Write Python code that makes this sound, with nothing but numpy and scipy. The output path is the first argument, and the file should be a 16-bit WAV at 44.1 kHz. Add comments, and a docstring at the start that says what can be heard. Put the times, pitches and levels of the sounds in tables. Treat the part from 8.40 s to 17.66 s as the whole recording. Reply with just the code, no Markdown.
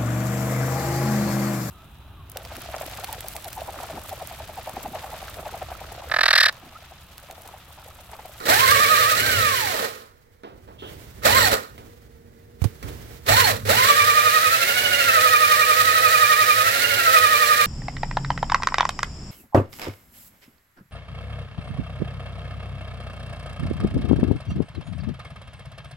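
"""A drill whines up to speed, grinding an abrasive hone round a cylinder sleeve held in a vice.
One run and two short blips lead to a long run, stroked in and out. Meshing teeth make the whine;
grit scratches the bore and sets the sleeve ringing; once a turn the stones bind and pull the speed down.
In the pauses the tool knocks lightly, a shirt brushes the microphone and a far machine whirs
over the hum of the small workshop."""
import sys
import numpy as np
from scipy import signal
from scipy.fft import rfft, irfft, next_fast_len
from scipy.io import wavfile

SR = 44100
rng = np.random.default_rng(int(sys.argv[2]) if len(sys.argv) > 2 else 0)


def bounce(signal):
    """Save signal as a 16-bit WAV file at the path given by the first command-line argument."""
    frames = np.transpose(np.atleast_2d(signal))
    limited = np.clip(frames, -1, 1)
    pcm = np.round(limited * 32767).astype(np.int16)
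    wavfile.write(sys.argv[1], SR, pcm)


N = 408366
TIME = np.arange(N) / SR
WORKING_SPEED = 121.3  # of the armature under load [turns/s]

# the sleeve rings most with the hone at its mouth: (time [s], relative ringing level [dB])
MOUTH_RINGING = [(0, 0), (.8, 0), (1.45, -4), (2.9, 4.5), (5.0, 0.5), (5.45, 1), (5.9, -4), (6.5, -17),
                 (7.2, -3), (7.6, -3), (8.2, -12), (8.6, -5), (9.2, -2.5)]


def from_db(db):
    """Amplitude ratio of a level in decibels."""
    return 10 ** (np.asarray(db) / 20)


def rms_one(x):
    """Normalisation to unit power."""
    return x / np.sqrt(np.mean(x ** 2) + 1e-20)


def read_curve(points, x):
    """Linear interpolation between (x, value) points."""
    return np.interp(x, *np.transpose(points))


def at_hz(points, hz):
    """Interpolation of a spectrum on a log-frequency axis."""
    f, value = np.transpose(points)
    return np.interp(np.log(np.maximum(hz, 1)), np.log(np.maximum(f, 1)), value)


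def coloured(x, spectrum):
    """Zero-phase filtering by a curve of (frequency [Hz], gain [dB])."""
    size = next_fast_len(N + 4096)
    gain = from_db(at_hz(spectrum, np.fft.rfftfreq(size, 1 / SR)))
    return irfft(rfft(x, size) * gain, size)[..., :N]


def noise(spectrum, shape=N):
    """Filtered Gaussian noise of unit power; shape (2, N) gives two incoherent channels."""
    return rms_one(coloured(rng.standard_normal(shape), spectrum))


def drift(rate_hz):
    """Random modulation of unit variance, interpolated between rate_hz values a second."""
    knots = rng.standard_normal(8192)
    return np.interp(TIME * rate_hz, np.arange(len(knots)), knots) * np.sqrt(3 / 2)


def resonate(x, hz, width_hz):
    """Resonance: two like band-pass stages in cascade, each width_hz wide with unit peak gain."""
    r = np.exp(-np.pi * width_hz / SR)
    b = np.array([1, 0, -1]) * (1 - r * r) / 2
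    a = [1, -2 * r * np.cos(2 * np.pi * hz / SR), r * r]
    return signal.lfilter(b, a, signal.lfilter(b, a, x))


def decay(start, t60):
    """Exponential damping: 60 dB lost every t60 seconds."""
    return (TIME >= start) * from_db(-60 * np.clip((TIME - start) / t60, 0, 3))


def swell(start, length_s, attack_s, release_s):
    """Envelope with linear attack, hold and exponential release."""
    attack = np.clip((TIME - start) / attack_s, 0, 1)
    return attack * np.exp(-np.clip((TIME - start - length_s) / release_s, 0, 20))


def swells(rows, attack_s, release_s):
    """Incoherent events add in power; each row is (time [s], duration [s], level [dB])."""
    powers = ((from_db(db) * swell(s, length, attack_s, release_s)) ** 2 for s, length, db in rows)
    return np.sqrt(sum(powers))


def from_right(x, lag_s=.0005):
    """Path difference: sound from the right reaches the left microphone later."""
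    return np.array([np.interp(TIME - lag_s, TIME, x), x])


def workshop(x, t60, room_db):
    """Reverberation: cluttered walls add a dense, decaying tail to the direct sound."""
    age = TIME[:SR // 2]
    tail = rng.standard_normal((2, len(age))) * from_db(-60 * age / t60) * (age > .003)
    tail /= np.sqrt(np.sum(tail ** 2, axis=1, keepdims=True))
    return from_right(x) + from_db(room_db) * signal.fftconvolve(x[None], tail, axes=1)[:, :N]


def background(hum_hz=98):
    """Ambient sound: a far machine, electric hum and room noise from the right, plus a diffuse field."""
    # room noise: (frequency [Hz], relative level [dB])
    room_spectrum = [(15, -33), (25, -3.5), (107, -6), (173, -42), (240, -12), (313, -26.5), (433, -12.5),
                     (482, -7.5), (537, -19.5), (1450, -23.5), (1950, -22), (2920, -42.5), (15500, -49.5)]
    machine = far_machine()
    hum = from_db(-66.5 + 2.5 * drift(8)) * np.sin(2 * np.pi * hum_hz * TIME)
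    direct = from_right(machine + hum + from_db(-59.5) * noise(room_spectrum))
    return direct + from_db(-61.5) * noise(room_spectrum, (2, N))


def far_machine(hz=233):
    """Two harmonics, randomly modulated in frequency and amplitude, make a passing whir."""
    phase = 2 * np.pi * np.cumsum(hz * (1 + .017 * drift(60))) / SR
    level = from_db(-53.5 + 3.5 * drift(30)) * swell(3.3, 1.4, attack_s=.12, release_s=.65)
    return level * (from_db(-2.5) * np.sin(phase) + np.sin(2 * phase))


def shuffling(attack_s=.083, release_s=.15):
    """Friction noise of someone shifting about: a mono rumble and a stereo rustle of cloth."""
    # movements: (time [s], duration [s], relative rustle level [dB], rumble level [dB])
    moves = np.array([(2.058, 0.72, -78, -51), (2.383, 0.16, -57, -43.5), (2.535, 0.092, -56.5, -46.5),
                      (2.713, .09, -63, -43), (3.266, 0.23, -62.5, -46), (3.613, 0.75, -75, -52),
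                      (4.19, 0.05, -51.5, -41), (4.393, 0.11, -50.5, -35.5), (4.54, 0.18, -55.5, -43.5)])
    # rubbing cloth: (frequency [Hz], relative level [dB])
    cloth_spectrum = [(350, -39), (600, -5), (993, -8), (1990, -5), (2610, -10), (3110, -9.5),
                      (10400, -15.5), (15500, -11.5)]
    rumble = from_db(-61) + swells(moves[:, [0, 1, 3]], attack_s, release_s)
    rumble *= noise([(25, -16.5), (60, 7.5), (110, .5), (200, -9), (450, -9), (800, -20.5),
                     (3000, -45.5)])
    rustle = from_db(-72) + swells(moves[:, :3], attack_s, release_s)
    crinkle = from_db(9 + 2 * drift(45))
    return rumble, rustle * crinkle * noise(cloth_spectrum, (2, N))


def tool_knocks():
    """Damped impacts of the resting tool: a dull knock outlasts a bright tick."""
    # impacts: (time [s], knock level [dB], tick level [dB])
    impacts = [(2.035, -35, -67), (2.277, -42, -70), (2.422, -36.5, -62), (3.379, -42, -42),
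               (4.427, -36.5, -34)]
    # dull knock: (frequency [Hz], relative level [dB])
    knock_spectrum = [(100, -21), (300, 5.5), (520, 3.5), (900, -1), (1400, -5), (2000, -15), (2800, -15.5),
                      (5000, -25), (12000, -67)]
    tick_spectrum = [(500, -16), (2000, 4), (7000, -7.5), (15000, -8)]
    knocks = sum(from_db(db) * decay(s, t60=.41) for s, db, _ in impacts)
    ticks = sum(from_db(db) * decay(s, t60=.074) for s, _, db in impacts)
    return knocks * noise(knock_spectrum) + ticks * noise(tick_spectrum)


def tool_scrape():
    """Sliding friction of the resting tool gives a short band of noise."""
    band = rms_one(resonate(rng.standard_normal(N), hz=3100, width_hz=800))
    return from_db(-45) * swell(2.38, .11, attack_s=.017, release_s=.015) * band


def handling():
    """Superposition of reverberant tool noises and rumble with the direct rustle of clothes."""
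    tool = tool_knocks() + tool_scrape()
    rumble, rustle = shuffling()
    return workshop(tool + rumble, t60=.5, room_db=-8.5) + rustle


def shirt(left_db=-31, attack_s=.004, lowest_hz=42):
    """Air displacement: cloth bumps the right microphone with a damped low thump and a scuff."""
    # bumps: (time [s], thump level [dB], frequency [Hz], 60 dB decay time [s], scuff level [dB])
    bumps = [(4.218, -0.5, 84, 0.054, -24), (4.241, 6, 60, 0.0092, -17), (4.252, 1, 102, 0.056, -55),
             (4.44, -19, 112, 0.11, -43)]
    scuff = noise([(200, -.5), (600, -3), (1500, -16), (6000, -21), (15000, -25)])
    pressure = np.zeros(N)
    for start, thump_db, hz, t60, scuff_db in bumps:
        age = TIME - start
        thump = from_db(thump_db) * decay(start, t60) * np.clip(age / attack_s, 0, 1)
        rub = from_db(scuff_db) * decay(start, t60=.056) * np.clip(age / attack_s + .44, 0, 1)
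        pressure += rub * scuff - thump * np.sin(2 * np.pi * hz * age)
    highpass = signal.butter(2, lowest_hz, "high", fs=SR, output="sos")
    return signal.sosfilt(highpass, pressure) * from_db([[left_db], [0]])


def bench_drone(effort, shudder, drone_db):
    """Forced vibration: the bench drones with the grinding and with its own brief shudders."""
    # bench vibration: (frequency [Hz], relative level [dB])
    bench_spectrum = [(25, -25), (55, -12), (80, 0), (97, 7.5), (118, -0.5), (170, -19.5), (400, -61)]
    return np.hypot(effort * from_db(drone_db), shudder) * from_db(-1.5) * noise(bench_spectrum)


def vice_shake(effort, shudder):
    """Forced vibration: half out of the bore, the hone shakes the vice."""
    drive = effort * from_db(2 * read_curve(MOUTH_RINGING, TIME) - 17)
    rumble = noise([(22, -26), (42, -9.5), (62, 2.5), (110, -14), (220, -6.5), (500, -31.5)])
    return np.hypot(drive, shudder * from_db(-7.5)) * rumble


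def drive_growl(speed, effort, growl_db):
    """Speed-dependent noise: the drive growls when it labours or races."""
    # strain on the drive: (armature speed [turns/s], relative level [dB])
    strain = [(12, 6), (30, 0), (55, 1.5), (80, -10.5), (105, -13), (122, -11.5), (148, -4.5)]
    # growl: (frequency [Hz], relative level [dB])
    growl_spectrum = [(25, -24.5), (60, -2.5), (170, -4.5), (350, 1.5), (520, 9.5), (700, -0.5), (950, 0.5),
                      (1300, 8), (2500, -25)]
    return effort * from_db(read_curve(strain, speed) + growl_db + 2.5) * noise(growl_spectrum)


def spin(goal, start, release, rise_s, braking, creep_speed=30):
    """Inertia: the rotor nears its goal exponentially; released, it brakes evenly and creeps to rest."""
    driven = goal * (1 - np.exp(-np.maximum(TIME - start, 0) / rise_s))
    coasting = np.interp(release, TIME, driven) - braking * (TIME - release)
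    creeping = creep_speed * np.exp(np.clip(coasting / creep_speed - 1, -20, 0))
    return np.where(TIME < release, driven, np.maximum(coasting, creeping))


def motor():
    """Less load, more speed: gives armature speed, its rise from eased load and the pull in force."""
    # trigger pulls: (start [s], release [s], rise time [s], braking [turns/s^2], time of least
    # binding [s], speed swing [ratio], gear swell [dB], relative whine, growl and drone levels [dB])
    pulls = [(.03, .89, .103, 203, .4185, .048, 2.5, -.5, 1, -15),
             (2.812, 2.975, .073, 335, 2.97, .003, .5, .5, 3, -11),
             (4.847, 5.0, .072, 420, 4.99, .003, .5, 2.5, -1, -10),
             (5.245, 9.4, .085, 300, 5.9441, .028, 4.2, -.5, -1, -19)]
    # the load eases: (time [s], speed gained [turns/s], half duration [s])
    easings = [(.87, 36, .115), (6.438, 25.7, .318), (7.566, 6.9, .216), (8.481, 21.9, .251)]
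    ease = sum(gain * np.exp(-((TIME - s) / length) ** 2) for s, gain, length in easings)
    speeds = np.array([spin(WORKING_SPEED + ease, *pull[:4]) for pull in pulls])
    return speeds.max(axis=0), ease, np.array(pulls)[speeds.argmax(axis=0)].T


def grinding_effort(speed, powered, grip_speed=44.7, grip_range=8.6, surge_db=18.5):
    """Friction noise follows speed and surges as the stones grip on run-up; brief rises add in power."""
    # steady grinding: (armature speed [turns/s], level [dB])
    grind_law = [(1, -95), (4, -78), (8, -64), (14, -54), (30, -42.5), (45, -35), (60, -32), (90, -29),
                 (120, -26.7), (150, -27.3)]
    # brief rises in the drill's noise (opening hum, start-up jerks, stone catches, swells under load):
    # (time [s], duration [s], level [dB])
    rises = [(0, .05, -45), (.053, 0.019, -31.5), (.093, .02, -42), (.19, 0.016, -21), (.275, 0.045, -22),
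             (.39, 0.015, -25.5), (.49, .15, -32.5), (1.425, 0.031, -35.5), (2.832, 0.023, -40),
             (2.945, 0.14, -27), (3.113, 0.031, -26), (4.862, 0.022, -37), (4.965, 0.059, -26),
             (5.04, 0.074, -26), (5.25, .04, -38), (5.42, .1, -26.5), (6.68, .17, -37), (7.62, .2, -38.5),
             (8.66, 0.18, -31.5)]
    grip = np.clip((speed - grip_speed) / grip_range, 0, 1)
    surge = powered * grip * np.clip(1 - speed / WORKING_SPEED, 0, 1)
    grind = from_db(read_curve(grind_law, speed) + surge_db * surge)
    return np.hypot(grind, swells(rises, attack_s=.0023, release_s=.0075))


def squeals(half_length_s=.013):
    """Stick-slip at the sleeve's mouth briefly drives a high mode."""
    # squeals of a catching stone: (time [s], level [dB])
    slips = [(.205, -39), (2.922, -24), (3.052, -22), (4.94, -20), (4.983, -23), (5.05, -20.5)]
    envelope = sum(from_db(db) * np.exp(-((TIME - s) / half_length_s) ** 2) for s, db in slips)
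    return envelope * rms_one(resonate(rng.standard_normal(N), hz=4320, width_hz=140))


def stones(effort, load_db, grit_db=8, flutter_db=1.07, grain_db=1, judder_db=7.5):
    """Abrasion: grit tears tiny scratches in the bore, and juddering stones excite the sleeve's modes."""
    # scratching grit: (frequency [Hz], relative level [dB])
    grit_spectrum = [(300, -40.5), (1020, -4), (1380, -4.5), (1700, 6.5), (2200, 6), (2700, -0.5),
                     (3300, -2), (3900, 0), (5000, -3.5), (6500, -6), (9000, -8.5), (11500, -6.5),
                     (13000, -6.5), (15700, -7.5)]
    # sleeve modes: (frequency [Hz], stage bandwidth [Hz], relative level [dB])
    sleeve_modes = [(560, 247, -2), (1285, 370, -1.5), (1863, 210, 5.5), (4120, 1100, -8.5),
                    (5740, 380, -11), (7570, 1080, -9), (11600, 1200, -18.5)]
    # the sleeve swallows noise between its lowest modes: (frequency [Hz], gain [dB])
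    sleeve_dips = [(740, 0), (880, -10), (1080, -10), (1250, -1), (1800, -2), (2100, -4), (2500, -1),
                   (3000, 0)]
    pressure = effort * from_db(.13 * load_db + flutter_db * drift(90))
    scratches = rng.standard_normal((2, N)) * from_db(grain_db * drift(800))
    hiss = from_db(grit_db) * rms_one(coloured(scratches, grit_spectrum))
    judder = scratches * from_db(judder_db * np.clip(drift(250), -2, 2))
    modes = sum(from_db(db) * resonate(judder, hz, width) for hz, width, db in sleeve_modes)
    ringing = from_db(read_curve(MOUTH_RINGING, TIME) - 1.5) * rms_one(modes)
    return coloured(pressure * (hiss + ringing), sleeve_dips)


def gears(speed, angle, swell_db, whine_db, powered, pinion_teeth=10, jitter=.007, backlash=.27):
    """Source and filter: the tooth-mesh tone and rougher orders sweep through housing resonances."""
    # housing response to the mesh tone: (frequency [Hz], gain [dB])
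    mesh_response = [(380, -16.5), (460, 2), (800, 3.5), (1030, 3.5), (1170, 8.5), (1260, 9.5), (1340, 10),
                     (1420, 0.5), (1540, 9)]
    # housing response to the other orders: (frequency [Hz], gain [dB])
    housing_response = [(200, -14), (400, -8), (490, 0), (560, 2), (620, 2.5), (720, -1.5), (950, 0.5),
                        (1100, -1.5), (1260, -9), (1550, 3.5), (1770, -4), (1880, 5), (2020, -4.5),
                        (2200, 2), (2380, 1), (2600, -2.5), (2820, 5.5), (3200, -3.5), (4300, -6.5),
                        (7000, -32.5)]
    # gear tones: (multiple of armature speed [ratio], relative level [dB], share of swell [ratio],
    # hone angle at the peak [turns])
    orders = [(4, -8, .3, .25), (5, -9, .6, .3), (6, -16, .3, .6), (11.7, -9, .6, .25), (14, -6, .5, .7),
              (15, -5, 1.1, .12), (16, -13, .3, .3), (20, -4, 1.5, .38), (24, -15, .6, .3),
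              (25, -15, .6, .15), (30, -6, 1, .17), (40, -13, .6, .35)]
    # below working speed the teeth chatter in their play, less when coasting
    chatter = backlash * np.clip((115 - speed) / 30, 0, 1) * np.maximum(powered, .45)
    phase = 2 * np.pi * np.cumsum(speed * (1 + jitter * drift(300))) / SR
    mesh = from_db(whine_db + at_hz(mesh_response, pinion_teeth * speed) + swell_db * np.sin(angle))
    whine = mesh * (1 + .16 * drift(120) + chatter * drift(350)) * np.sin(pinion_teeth * phase)
    # each order chirps at its own place in the turn, most with the hone deep in the bore
    depth = np.clip(-read_curve(MOUTH_RINGING, TIME) / 10, 0, 1.5)
    for order, db, share, place in orders:
        chirp_db = share * swell_db * (1 + .38 * depth) * np.cos(angle - 2 * np.pi * place)
        level = from_db(db - .24 + at_hz(housing_response, order * speed) + chirp_db)
        roughness = (1 + .42 * drift(110) + 2 * chatter * drift(450)) / np.sqrt(1 + 4 * chatter ** 2)
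        whine += level * roughness * np.sin(order * phase + rng.uniform(0, 2 * np.pi))
    return np.sqrt(2) * whine


def drill(gear_ratio=11.0562, let_go_s=.0515, free_ease=36, free_db=-4, coast_db=-2, reload_s=.042):
    """Cyclic load: the stones bind once a turn, modulating gear pitch, gear level and grinding."""
    speed, ease, pull = motor()
    _, release, _, _, loose_s, swing, swell_db, whine_db, growl_db, drone_db = pull
    powered = np.clip(1 - (TIME - release) / let_go_s, 0, 1)
    effort = grinding_effort(speed, powered)
    hone_turns = np.cumsum(speed) / SR / gear_ratio
    angle = 2 * np.pi * (hone_turns - np.interp(loose_s, TIME, hone_turns))
    # binding stops when the hone runs free or coasts, and no two turns bind alike
    binding = powered * np.clip(1 - (ease / free_ease) ** 3, 0, 1)
    wavering_speed = speed * (1 + binding * swing * (np.cos(angle) + .2 * drift(35)))
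    # a returning load presses the gears harder
    speed_lost = np.interp(TIME - reload_s, TIME, ease) - ease
    pressed_db = free_db * (powered - binding) + coast_db * (1 - powered) + .61 * binding * speed_lost
    whine = gears(wavering_speed, angle, np.sqrt(binding) * swell_db, whine_db, powered)
    # shudders of bench and vice: (time [s], duration [s], relative level [dB])
    shudders = [(.26, .12, -36), (.77, 0.3, -34.5), (1.15, 0.21, -45.5), (2.85, 0.037, -33),
                (3.05, 0.056, -38), (4.9, 0.02, -18), (5.07, 0.19, -32.5), (5.27, 0.11, -30),
                (5.61, 0.026, -39), (7.37, .04, -40)]
    shudder = swells(shudders, attack_s=.009, release_s=.04)
    body = effort * from_db(pressed_db) * whine + bench_drone(effort, shudder, drone_db)
    body += drive_growl(speed, effort, growl_db) + vice_shake(effort, shudder) + squeals()
    load_db = binding * swell_db * np.sin(angle)
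    return workshop(body, t60=.17, room_db=-7.5) + stones(effort, load_db)


def scene():
    """Level difference: everything stands to the right, so the left side is quieter and duller."""
    # left microphone relative to right: (frequency [Hz], gain [dB])
    left_response = [(60, -11), (110, 1.5), (200, -2), (380, -3), (700, -4), (1290, -4), (2380, -4.5),
                     (4400, -5), (8120, -9.5), (15000, -9.5)]
    left, right = drill() + handling() + background()
    return np.array([coloured(left, left_response), right]) + shirt()


def record(dry):
    """Clipping and band limiting: peaks stop at full scale, then a steep low-pass cuts the top."""
    cutoff_hz = 15950
    lowpass = signal.ellip(10, .1, 70, cutoff_hz, fs=SR, output="sos")
    return signal.sosfilt(lowpass, np.clip(dry, -1, 1))


dry = scene()
out = record(dry)
bounce(out)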